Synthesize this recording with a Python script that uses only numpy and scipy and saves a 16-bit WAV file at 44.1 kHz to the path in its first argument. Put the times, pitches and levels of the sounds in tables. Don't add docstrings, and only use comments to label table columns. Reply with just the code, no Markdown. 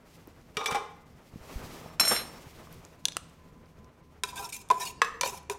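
import sys
import numpy as np
from scipy import signal
from scipy.fft import rfft, irfft, next_fast_len
from scipy.io import wavfile
from scipy.ndimage import uniform_filter1d, map_coordinates

SR = 44100
rng = np.random.default_rng(int(sys.argv[2]) if len(sys.argv) > 2 else 0)


def unload_audio(sound):
    columns = np.transpose(np.atleast_2d(sound))
    steps = np.round(np.clip(columns, -1, 1) * 32767)
    wavfile.write(sys.argv[1], SR, steps.astype(np.int16))


def amplitude_ratio(level_db):
    exponent = np.asarray(level_db, float) / 20
    return 10 ** exponent


N = 246254

CAN_EDGES = [250, 800, 1500, 3200, 16500]
KNOCKS = [
    (4.688, -59, 13),
    (4.7018, -8, -4),
    (4.7117, -12, -1.5),
    (5.498, -16, 1.5),
    (5.515, -32, 3),
]
HELD_CAN = [(410, 3, 0.065), (536, -6.5, 0.13), (692, -1, 0.094), (793, 2.5, 0.054), (990, 12, 0.058),
            (1460, -8, 0.048), (1542, -11.5, 0.17), (2440, 2, 0.035), (2760, -12, 0.028), (3370, 1, 0.03),
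            (3680, 1, 0.038), (5910, 4.5, 0.022), (6750, 8.5, 0.0078), (8530, 6, 0.0093)]
HELD_SHARE_DB = (-16.5, -9.5, -16.5, -14)
TURNED_KNOCKS = [
    (5.211, -12.5, 5),
    (5.2328, -7.5, -2.5, -4),
    (5.259, -15, -0.5),
]
TURNED_CAN = [(544, 15, 0.047), (700, 1, 0.049), (982, 4, 0.052), (1790, -8.5, 0.11), (2356, 7.5, 0.04),
              (3040, 4, 0.018), (3350, -5, .03), (3560, -3, 0.074), (4360, 10, 0.01), (4600, -2, 0.042),
              (5063, 12.5, 0.0094), (5880, 6, 0.026), (6160, -1, 0.059), (7960, -8, 0.016)]
TURNED_SHARE_DB = (-12, -10.5, -14, -12.5)
FIRST_KNOCK = [
    (4.2355, -12.5, 1.5),
]
FULL_CAN = [(415, 0, .06), (1001, 6, .05), (1340, -1, .04), (1523, -1, .05), (2417, 1, .05), (2616, 0, .04),
            (3838, 3, .04), (5146, 0, .025), (5500, -1, .015), (6100, -3, .015), (6990, -1, .015),
            (7640, -3, .015), (8930, -5, .012)]
FULL_SHARE_DB = (-19, -9.5, -14, -11)
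RIM_KNOCKS = [
    (5.0175, -3, -0.93),
    (5.046, -23, 4),
]
CAN_RIM = [(463, 2, 0.053), (1310, -2, 0.05), (1107, 7, 0.036), (1228, 3, 0.058), (1765, 1, 0.045),
           (1900, -1, 0.03), (1685, -1, 0.07), (2590, -7, 0.07), (3460, -2, 0.04), (3740, -4, 0.068),
           (3900, -13, 0.069), (5130, -2, 0.043), (6080, 1, 0.025), (7500, -3, 0.03)]
RIM_SHARE_DB = (-21.5, -7, -10, -17.5)


def spoon_knocks():
    knocks = struck(KNOCKS, HELD_CAN, HELD_SHARE_DB, CAN_EDGES, crack_db=-1.5, crack_s=0.021,
                    scatter_db=3.0, regrip=0.068, rise=2.0)
    knocks += struck(TURNED_KNOCKS, TURNED_CAN, TURNED_SHARE_DB, CAN_EDGES, crack_db=-3.5, crack_s=0.019,
                     scatter_db=1.0, regrip=0.38, rise=1.25)
    knocks += struck(FIRST_KNOCK, FULL_CAN, FULL_SHARE_DB, CAN_EDGES, crack_db=-.6, crack_s=.015,
                     scatter_db=0, regrip=0, rise=1.5)
    knocks += struck(RIM_KNOCKS, CAN_RIM, RIM_SHARE_DB, CAN_EDGES, crack_db=-7.0, crack_s=0.035,
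                     scatter_db=1.5, regrip=.1, rise=1.0)
    return knocks


# start t/s, hold t/s, pressure level/dB, bright rasp over low ring level/dB
SCRAPE = [(4.24, 0.016, -40, -5), (4.268, 0.04, -42, -1.5), (4.325, .03, -47, -9),
          (4.352, 0.048, -38.5, .1), (4.4, 0.066, -38.5, -1.5), (4.484, 0.018, -57, 16),
          (4.521, 0.024, -54, 22), (4.545, .024, -55, 17), (4.57, 0.05, -55.5, 9), (4.72, 0.07, -39, -11),
          (4.775, .025, -46, 1.5), (4.797, 0.045, -37.5, 3.5), (4.845, 0.035, -41, 6.5),
          (4.88, .026, -50, 9), (5.24, 0.058, -34.5, .6), (5.295, .045, -42, -4), (5.335, 0.045, -44.5, .6),
          (5.5, 0.03, -33, -8)]
RIM_RUB = [
    (5.04, 0.034, -31, -20),
    (5.085, 0.097, -41, -24),
]
RASPED_WALL = [(2420, 2, .035), (2660, 1, .025), (3700, 1, .025), (3880, -1, .03), (5000, 0, .015),
               (5330, 2, .015), (5900, 1, .015), (6280, 2, .015), (6780, 3, .012), (7190, 1, .015),
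               (8200, 2, .009), (9050, 1, .009), (10500, 0, .006), (11700, -1, .006)]
# f/Hz, level/dB per Hz
RASP = [(1060, -42), (1800, -7), (1900, -13), (2380, 2.5), (3170, -4.5), (4380, -5), (6500, .6),
        (12700, -6.5), (15900, -9), (16500, -44)]


def spoon_scrapes():
    low, bright = strokes(SCRAPE, bright_lift_db=1100)
    rough = amplitude_ratio(2.2 * wobble(90)) * rng.standard_normal(N)
    rasp = filtered(rough, resonances(RASPED_WALL, 2000, 12000, 1.1)) + 1.15 * grit(RASP, 2.6, 300)
    body = filtered(rough, resonances(HELD_CAN, 300, 2000, 0.71))
    scrape = low * patchy(body, 2.9) + bright * patchy(rasp, 4.2)
    low, bright = strokes(RIM_RUB)
    scrape += low * filtered(rough, resonances(CAN_RIM, 300, 2000, 0.6))
    scrape += bright * filtered(rough, resonances(CAN_RIM, 2000, 9000, 0.7))
    return scrape


# middle t/s,
# level/dB, f/Hz, length/s
CATCHES = [(0.669, -31.5, 3480, .012), (.615, -39, 1233, .03), (1.9, -57, 1250, .04),
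           (3.0875, -34, 3500, .004), (3.132, -46, 5000, .003), (4.29, -44, 1000, .022),
           (4.29, -52, 1600, .02), (4.292, -45, 4900, .01), (4.293, -46, 3680, .015),
           (4.36, -41, 960, .016), (4.382, -40, 3620, .013), (4.38, -44, 2600, .01),
           (4.425, -43, 990, .012), (4.45, -46, 3780, .01), (4.53, -39, 2330, .008),
           (4.555, -44, 2400, .02), (5.04, -33, 1680, .014), (5.066, -40, 2590, .016),
           (5.105, -39, 1280, .016), (5.085, -43, 1760, .014), (4.992, -66, 4900, .05),
           (0.68, -35.5, 5938, 0.014), (.762, -24.5, 815, .025), (4.7105, -12, 993, .0105),
           (4.716, -26, 420, .015), (5.511, -30, 409, 0.022), (4.385, -41, 1574, 0.029),
           (4.314, -59, 3840, 0.02), (4.443, -48, 1360, .05), (4.452, -38.5, 5400, 0.013),
           (4.457, -38, 940, 0.014), (4.822, -43.5, 1770, 0.032), (4.822, -40.5, 3900, 0.018),
           (4.814, -42, 5400, .02), (4.818, -42, 5700, 0.034), (4.872, -42, 4430, 0.029),
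           (4.873, -38.5, 2870, 0.012), (5.244, -37.5, 4390, 0.035)]


def catches():
    out = np.zeros(N)
    for s, db, hz, length in CATCHES:
        t = np.arange(int(2 * length * SR)) / SR
        drift = np.cumsum(rng.standard_normal(len(t))) * 0.038 * hz / 1500
        swell = np.sin(np.pi * t / (2 * length)) ** 2
        add(out, s - length, amplitude_ratio(db) * swell * np.sin(2 * np.pi * hz * t + drift))
    return out


def can_cavity():
    open_s, covered_s, turn_s = 2.85, 4.27, .1
    turns = [open_s, open_s + turn_s, covered_s - turn_s, covered_s]
    facing = np.interp(np.arange(N) / SR, turns, [0, 1, 1, 0])
    mode = resonances([(1016, 0, 0.26)], 0, 2000, 0.66)
    return amplitude_ratio(-71) * facing * filtered(rng.standard_normal(N), mode)


def spoon_in_can():
    return amplitude_ratio(-6.5) * spoon_scrapes() + catches() + spoon_knocks() + can_cavity()


LID_TICKS = [
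    (3.0543, -1.5, 1.25),
    (3.0585, -14, -1.5),
    (3.0842, -7.5, -1.6),
    (3.1212, -17.5, -1.8),
]
LID = [(596, 0, .01), (980, -13.5, 0.015), (1683, -3, 0.018), (2600, -10, 0.01), (2940, 7, 0.01),
       (3405, -2, 0.012), (3630, 3, 0.011), (4050, 3.5, 0.008), (4650, 1.5, .005), (5940, 3, 0.0087)]
LID_SHARE_DB = (-42.5, -29.5, -20, -7)
TIP_TICKS = [
    (3.1684, -11.5, 0.31),
    (3.197, -49.5, -0.89),
]
SPOON_TIP = [(740, 0, 0.012), (1340, 0, 0.0091), (2750, 0, 0.006), (3950, 0, 0.007), (4700, -4, .005),
             (7000, -4, .004), (10940, -3, 0.0042)]
TIP_SHARE_DB = (-20, -13, -15, -11.5)


def spoon_on_lid():
    ticks = struck(LID_TICKS, LID, LID_SHARE_DB, CAN_EDGES, crack_db=-5, crack_s=0.0042,
                   scatter_db=0, regrip=.1, rise=0.77)
    tip = struck(TIP_TICKS, SPOON_TIP, TIP_SHARE_DB, CAN_EDGES, crack_db=3.5, crack_s=0.0053,
                 scatter_db=3, regrip=.1, rise=0.27)
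    return amplitude_ratio(-1.5) * ticks + amplitude_ratio(-1) * tip


BOUNCES = [
    (1.8607, -55.5, -2, .1),
    (1.8993, -52.5, -2.5, .1),
    (1.998, -6.5, -1.5, .1),
    (2.0101, -14.5, -2, 1.5),
    (2.051, -17, -2, -.1),
    (2.0788, -12.5, .1, -8),
    (2.1194, -16, 0.4, -11),
    (2.1476, -21, 0.4, .1),
    (2.1634, -20.5, -1.5, .1),
    (2.1886, -33, 4, 12),
]
STEEL_HZ = [4103, 5426, 6489, 7381, 8865, 10540, 11290, 12508, 12820, 15162]
# level/dB, t60/s
STEEL_RING = [(0, 0.2), (0, 0.25), (-3.5, 0.41), (0, 0.39), (2, 0.3), (-17, .2), (2.5, 0.16), (-7.5, 0.31),
              (-13, .2), (-10, .15)]
STEEL_EDGES = [3500, 4700, 6000, 8000, 16500]
STEEL_SHARE_DB = (-17, -8.5, -19.5, -12.5)
THUDS = [
    (1.997, -15, 7),
    (2.01, -12.5, -0.5),
    (2.051, -19, -5),
    (2.075, -17, -2.5),
    (2.112, -13, -5.5),
    (2.118, -18, -3),
    (2.164, -27.5, 14),
]
COUNTER = [(448, -2, 0.012), (656, 4.5, 0.039), (1099, 0.5, 0.0201), (1370, 2, 0.027), (2227, 1, .02),
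           (2580, -2.5, .02)]
THUD_EDGES = [150, 1300, 3600]
COUNTER_SHARE_DB = (-13, -9)
SLIDE = [
    (1.7, 0.25, -51, -8.5),
    (1.998, 0.0068, -28, -16),
    (2.015, 0.12, -36.5, 2),
    (2.108, 0.013, -23.5, -4.5),
    (2.135, 0.072, -44, 7),
]
# f/Hz, level/dB per Hz
STONE = [(71, -41.5), (120, -11.5), (362, -6), (443, -7.5), (662, -6), (844, -9), (1520, -3.5), (3700, -10),
         (5200, -21), (16000, -36)]


def steel_piece():
    low, high = strokes(SLIDE)
    skid = grit(STONE, 1.0, 150)
    skid = low * filtered(skid, lambda hz: hz < 1300) + high * filtered(skid, lambda hz: hz > 1300)
    thuds = struck(THUDS, COUNTER, COUNTER_SHARE_DB, THUD_EDGES, crack_db=5.0, crack_s=0.011,
                   scatter_db=4.5, regrip=.1, rise=1.0)
    modes = np.column_stack([STEEL_HZ, STEEL_RING])
    ring = struck(BOUNCES, modes, STEEL_SHARE_DB, STEEL_EDGES, crack_db=-9.5, crack_s=.006,
                  scatter_db=2.0, regrip=0.94, rise=4.5, in_step=True)
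    return amplitude_ratio(-4) * skid + thuds + ring


LANDING = [
    (.569, -16.5, 0.5),
]
FLAT_CAN = [(420, 2, .1), (512, 0, .06), (790, -4, .06), (1250, 2, .12), (1880, -5, .06), (2347, 2, .12),
            (2440, -4, .06), (2690, -5, .05), (2850, -1, .05), (3300, 0, .05), (3640, -1, .08),
            (4750, -1, .03), (5216, -3, .04), (5717, -2, .08)]
FLAT_SHARE_DB = (-13, -14.5, -10, -14.5)
ROCK = [
    (.612, -24, -7),
    (.641, -35, 3),
    (.659, -19, 4.5),
    (.711, -23, 2.5),
    (.724, -19, -4),
    (.747, -17.5, -4),
    (.754, -25, 2.5),
    (.769, -23, -6),
]
EMPTY_CAN = [(450, 2.5, 0.064), (812, 1, 0.1), (874, -0.5, 0.084), (1060, 3, 0.044), (1221, 2.5, 0.12),
             (1397, -8, 0.2), (1640, -8, 0.085), (2070, -11, 0.59), (2330, 2, 0.099), (3480, 0, 0.058),
             (3650, 3, 0.061), (4670, -16, 0.11), (5600, -4, .04), (5980, -10, 0.054)]
EMPTY_SHARE_DB = (-19, -11, -15.5, -19.5)
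SETTLING = [
    (.712, -31, .1),
    (.755, -29, .1),
]
FREE_CAN = [(441, 0, .35), (797, 4, .2), (1217, 0, .3), (1410, -5, .3), (1653, -2, .15), (2062, 0, .55),
            (2288, 1, .35), (2503, -9, .5), (2961, -5, .4), (3628, 0, .35), (4064, -5, .35),
            (5222, -4, .25), (5943, -4, .3)]
FREE_SHARE_DB = (-14, -18, -16, -21)
ROLL = [
    (.57, 0.08, -32.5, -9),
    (.657, 0.028, -30, -7.5),
    (.68, 0.035, -28, -16),
    (.72, 0.034, -30.5, -9.5),
    (.77, 0.067, -36.5, -27),
]


def empty_can():
    low, bright = strokes(ROLL)
    rough = amplitude_ratio(3.4 * wobble(120)) * rng.standard_normal(N)
    roll = low * filtered(rough, resonances(EMPTY_CAN, 0, 1500, 1.46))
    roll += bright * filtered(rough, resonances(EMPTY_CAN, 1500, 9000, 4.3))
    landing = struck(LANDING, FLAT_CAN, FLAT_SHARE_DB, CAN_EDGES, crack_db=-.6, crack_s=.025,
                     scatter_db=0, regrip=0, rise=.8)
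    settling = struck(SETTLING, FREE_CAN, FREE_SHARE_DB, CAN_EDGES, crack_db=-20, crack_s=.01,
                      scatter_db=2.5, regrip=.3, rise=1.5)
    rocking = struck(ROCK, EMPTY_CAN, EMPTY_SHARE_DB, CAN_EDGES, crack_db=5.5, crack_s=0.032,
                     scatter_db=1.6, regrip=0.69, rise=0.83)
    return landing + settling + amplitude_ratio(-6) * roll + rocking


# t/s, level/dB (peak), f/Hz
TICKS = [(0.2735, -54, 900), (0.2738, -40.5, 14300), (0.4144, -57, 5950), (1.861, -39, 700),
         (2.672, -44, 1100), (2.727, -38.5, 12500), (2.743, -46, 11300), (2.8508, -37.5, 6900),
         (3.2977, -53.5, 8000), (3.659, -57, 4900), (3.7893, -60, 6160), (3.8452, -52, 5820),
         (4.688, -42, 9500), (5.432, -52, 10500)]
# t/s, level/dB
# (peak), f/Hz
BUMPS = [(0.277, -30.5, 300), (0.569, -31, 162), (0.721, -27, 163), (0.752, -29, 285), (1.336, -35.5, 106),
         (1.358, -26.5, 194), (1.409, -42, 56.5), (1.505, -43, 192.8), (1.558, -27, 50.8),
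         (1.638, -36, 86.3), (1.818, -40, 140), (1.86, -36, 161), (2.467, -37, 113), (3.798, -41, 180.4)]


def handling():
    out, t = np.zeros(N), np.arange(SR // 10) / SR
    for s, db, hz in TICKS:
        add(out, s, amplitude_ratio(db + 5.5 - 60 * t * hz / 13) * np.sin(2 * np.pi * hz * t))
    for s, db, hz in BUMPS:
        soft_start = 1 - np.exp(-t / 0.0016)
        add(out, s, amplitude_ratio(db + 3.5 - 60 * t * hz / 4) * np.sin(2 * np.pi * hz * t) * soft_start)
    return out


# t/s, fabric hiss level/dB
MOVEMENT = [(0, -71.5), (.14, -64), (.22, -68), (.55, -69.5), (.95, -72.5), (1.13, -70.5), (1.388, -65),
            (1.514, -53.5), (1.652, -54), (1.844, -57), (1.98, -70), (2.2, -51), (2.3, -57.5), (2.8, -63),
            (3.06, -71.5), (3.21, -69.5), (3.6, -72.5), (4.2, -76.5)]
# f/Hz, level/dB per Hz
RUMBLE = [(12, -38.5), (20, -2.5), (70, -4), (157, -1.5), (190, -4.5), (245, -4), (321, -14.5), (461, -13),
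          (500, -12.5), (650, -54), (1100, -120)]
BODY = [(150, -17), (250, -1.5), (647, -3.5), (718, -5.5), (1070, -7), (2490, -17.5), (4000, -29),
        (5200, -44.5), (8800, -120)]
HISS = [(1180, -28.5), (2000, -2.5), (3680, -6), (5570, -6), (9890, -13), (14800, -14.5), (16100, -16.5),
        (16500, -46)]
# f/Hz, level/dB, t60/s
FRIDGE = [(76, -0.5, 0.74), (163.5, -2.5, 0.79)]


def room_air():
    s, db = np.transpose(MOVEMENT)
    hiss = amplitude_ratio(np.interp(np.arange(N) / SR, s, db))
    rumble = np.hypot(amplitude_ratio(-58), amplitude_ratio(2.5) * hiss)
    body = np.hypot(amplitude_ratio(-63), amplitude_ratio(5) * hiss)
    hum = amplitude_ratio(-61) * filtered(rng.standard_normal(N), resonances(FRIDGE, 0, 300, 0.86))
    return hum + rumble * grit(RUMBLE, 2.7, 12) + body * grit(BODY, 2.22, 30) + hiss * grit(HISS, 1.9, 45)


# f/Hz, t60/s
KITCHEN = [(200, 0.71), (1000, 0.64), (3000, 0.55), (8000, 0.45), (15000, 0.12)]


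def kitchen(x):
    out, step = np.zeros(N), int(.3 * SR)
    for at in range(0, N, step):
        hz, t, z = signal.stft(rng.standard_normal(SR // 2), SR, nperseg=256)
        decay = amplitude_ratio(-60 * t / along(KITCHEN, hz)[:, None])
        tail = signal.istft(z * decay, SR, nperseg=256)[1]
        add(out, at / SR + .006, signal.fftconvolve(x[at:at + step], tail / np.linalg.norm(tail)))
    return out


def struck(blows, modes, usual_db, edges, crack_db, crack_s, scatter_db, regrip, rise, in_step=False):
    out, t = np.zeros(N), np.arange(SR // 2) / SR
    hz, level, t60 = np.transpose(modes)[:, :, None]
    group = np.searchsorted(edges, hz[:, 0]) - 1
    power = np.bincount(group, amplitude_ratio(2 * level[:, 0]))
    tilt = np.arange(len(usual_db)) - (len(usual_db) - 1.5) / 2
    for (s, db, hard_db, *low_db), (after, *_) in zip(blows, [*blows[1:], (99,)]):
        share_db = usual_db + hard_db * tilt
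        share_db[0] += sum(low_db)
        phase = 2 * np.pi * hz * t
        if in_step:
            slip = .7 * rng.standard_normal(hz.shape)
            phase = phase + 2 * np.pi * hz * round(s * SR) / SR + slip
        decay = amplitude_ratio(level + scatter_db * rng.standard_normal(hz.shape) - 60 * t / t60)
        ring = decay * np.sin(phase) * (1 - np.exp(-t * hz / rise))
        ring = (ring * (amplitude_ratio(share_db) / np.sqrt(power))[group, None]).sum(0)
        ring *= np.clip((after - s - t) / 0.0017 + 1, 1 - regrip, 1)
        fade = amplitude_ratio(-60 * t / crack_s) + 0.13 * amplitude_ratio(-60 * t / (8 * crack_s))
        add(out, s, amplitude_ratio(db) * (ring + amplitude_ratio(crack_db) * crack_noise(edges, share_db, len(t)) * fade))
    return out


def crack_noise(edges, share_db, length):
    noise = rfft(rng.standard_normal(length))
    f = np.fft.rfftfreq(length, 1 / SR)
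    density = [(np.sqrt(a * b), d - 10 * np.log10((b - a) * 2 / SR))
               for a, b, d in zip(edges, edges[1:], share_db)]
    colour_db = along(density, f) - 2.1 * np.clip(f / 1000 - 8, 0, None)
    band = (f > edges[0]) * f / (f + 1500) / (1 + (f / edges[-1]) ** 4)
    return irfft(noise * amplitude_ratio(colour_db) * band)


def strokes(rows, bright_lift_db=380):
    low, bright = np.zeros(N), np.zeros(N)
    for s, hold, db, bright_db in rows:
        t = np.arange(int((hold + .4) * SR)) / SR
        press = np.clip(t / .008, 0, 1) * amplitude_ratio(db)
        gone = np.clip(t - hold, 0, None)
        add(low, s, (press * amplitude_ratio(-380 * gone)) ** 2)
        add(bright, s, (press * amplitude_ratio(bright_db - bright_lift_db * gone)) ** 2)
    return np.sqrt(low), np.sqrt(bright)


def resonances(modes, lo, hi, widen):
    def response(f):
        total = 0
        for k, (hz, db, t60) in enumerate(modes):
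            if lo < hz < hi:
                width = widen * np.log(1000) / np.pi / t60
                peak = 1j * f * np.sqrt(width) / (hz * hz - f * f + 1j * f * width)
                total = total + (-1) ** k * amplitude_ratio(db) * peak
        return total
    return response


def grit(spectrum, lump_db, rate):
    lumps = amplitude_ratio(lump_db * wobble(rate)) * rng.standard_normal(N)
    return filtered(lumps, lambda hz: amplitude_ratio(along(spectrum, hz)))


def patchy(x, depth_db):
    z = signal.stft(x, nperseg=512)[2]
    field = uniform_filter1d(rng.standard_normal(z.shape), size=2, axis=0)
    field = uniform_filter1d(field, size=4, axis=1)
    return unit(signal.istft(z * amplitude_ratio(depth_db * unit(field)), nperseg=512)[1][:len(x)])


def wobble(rate):
    knots = rng.standard_normal(int(N * rate / SR) + 4)
    return map_coordinates(knots, [np.arange(N) * rate / SR])


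def filtered(x, response):
    m = next_fast_len(len(x) + 8192)
    return unit(irfft(rfft(x, m) * response(np.fft.rfftfreq(m, 1 / SR)), m)[:len(x)])


def unit(x):
    return x / np.sqrt(np.mean(x ** 2) + 1e-20)


def along(points, hz):
    f, v = np.transpose(points)
    return np.interp(np.log(hz + 1), np.log(f + 1), v)


def add(out, s, sound):
    at = round(s * SR)
    out[at:at + len(sound)] += sound[:len(out) - at]


def scene():
    hand, lid = spoon_in_can() + handling(), spoon_on_lid()
    steel, tin = steel_piece(), empty_can()
    wet = kitchen(amplitude_ratio(-10.5) * tin + amplitude_ratio(-18) * steel + amplitude_ratio(-16) * hand + amplitude_ratio(-19.5) * lid)
    return (tin + steel + hand + lid + wet + room_air())[None]


def roll_off(x):
    return signal.sosfilt(signal.butter(12, 16850, fs=SR, output="sos"), x)


# f/Hz, level/dB
MIC = [(200, 0), (9000, 1), (15000, 2.5), (15900, -2), (16300, -28), (22050, -62)]


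def record(dry):
    m = next_fast_len(N)
    response = amplitude_ratio(along(MIC, np.fft.rfftfreq(m, 1 / SR)))
    heard = irfft(rfft(dry, m) * response, m)[:, :N]
    return roll_off(heard)


dry = scene()
out = record(dry)
unload_audio(out)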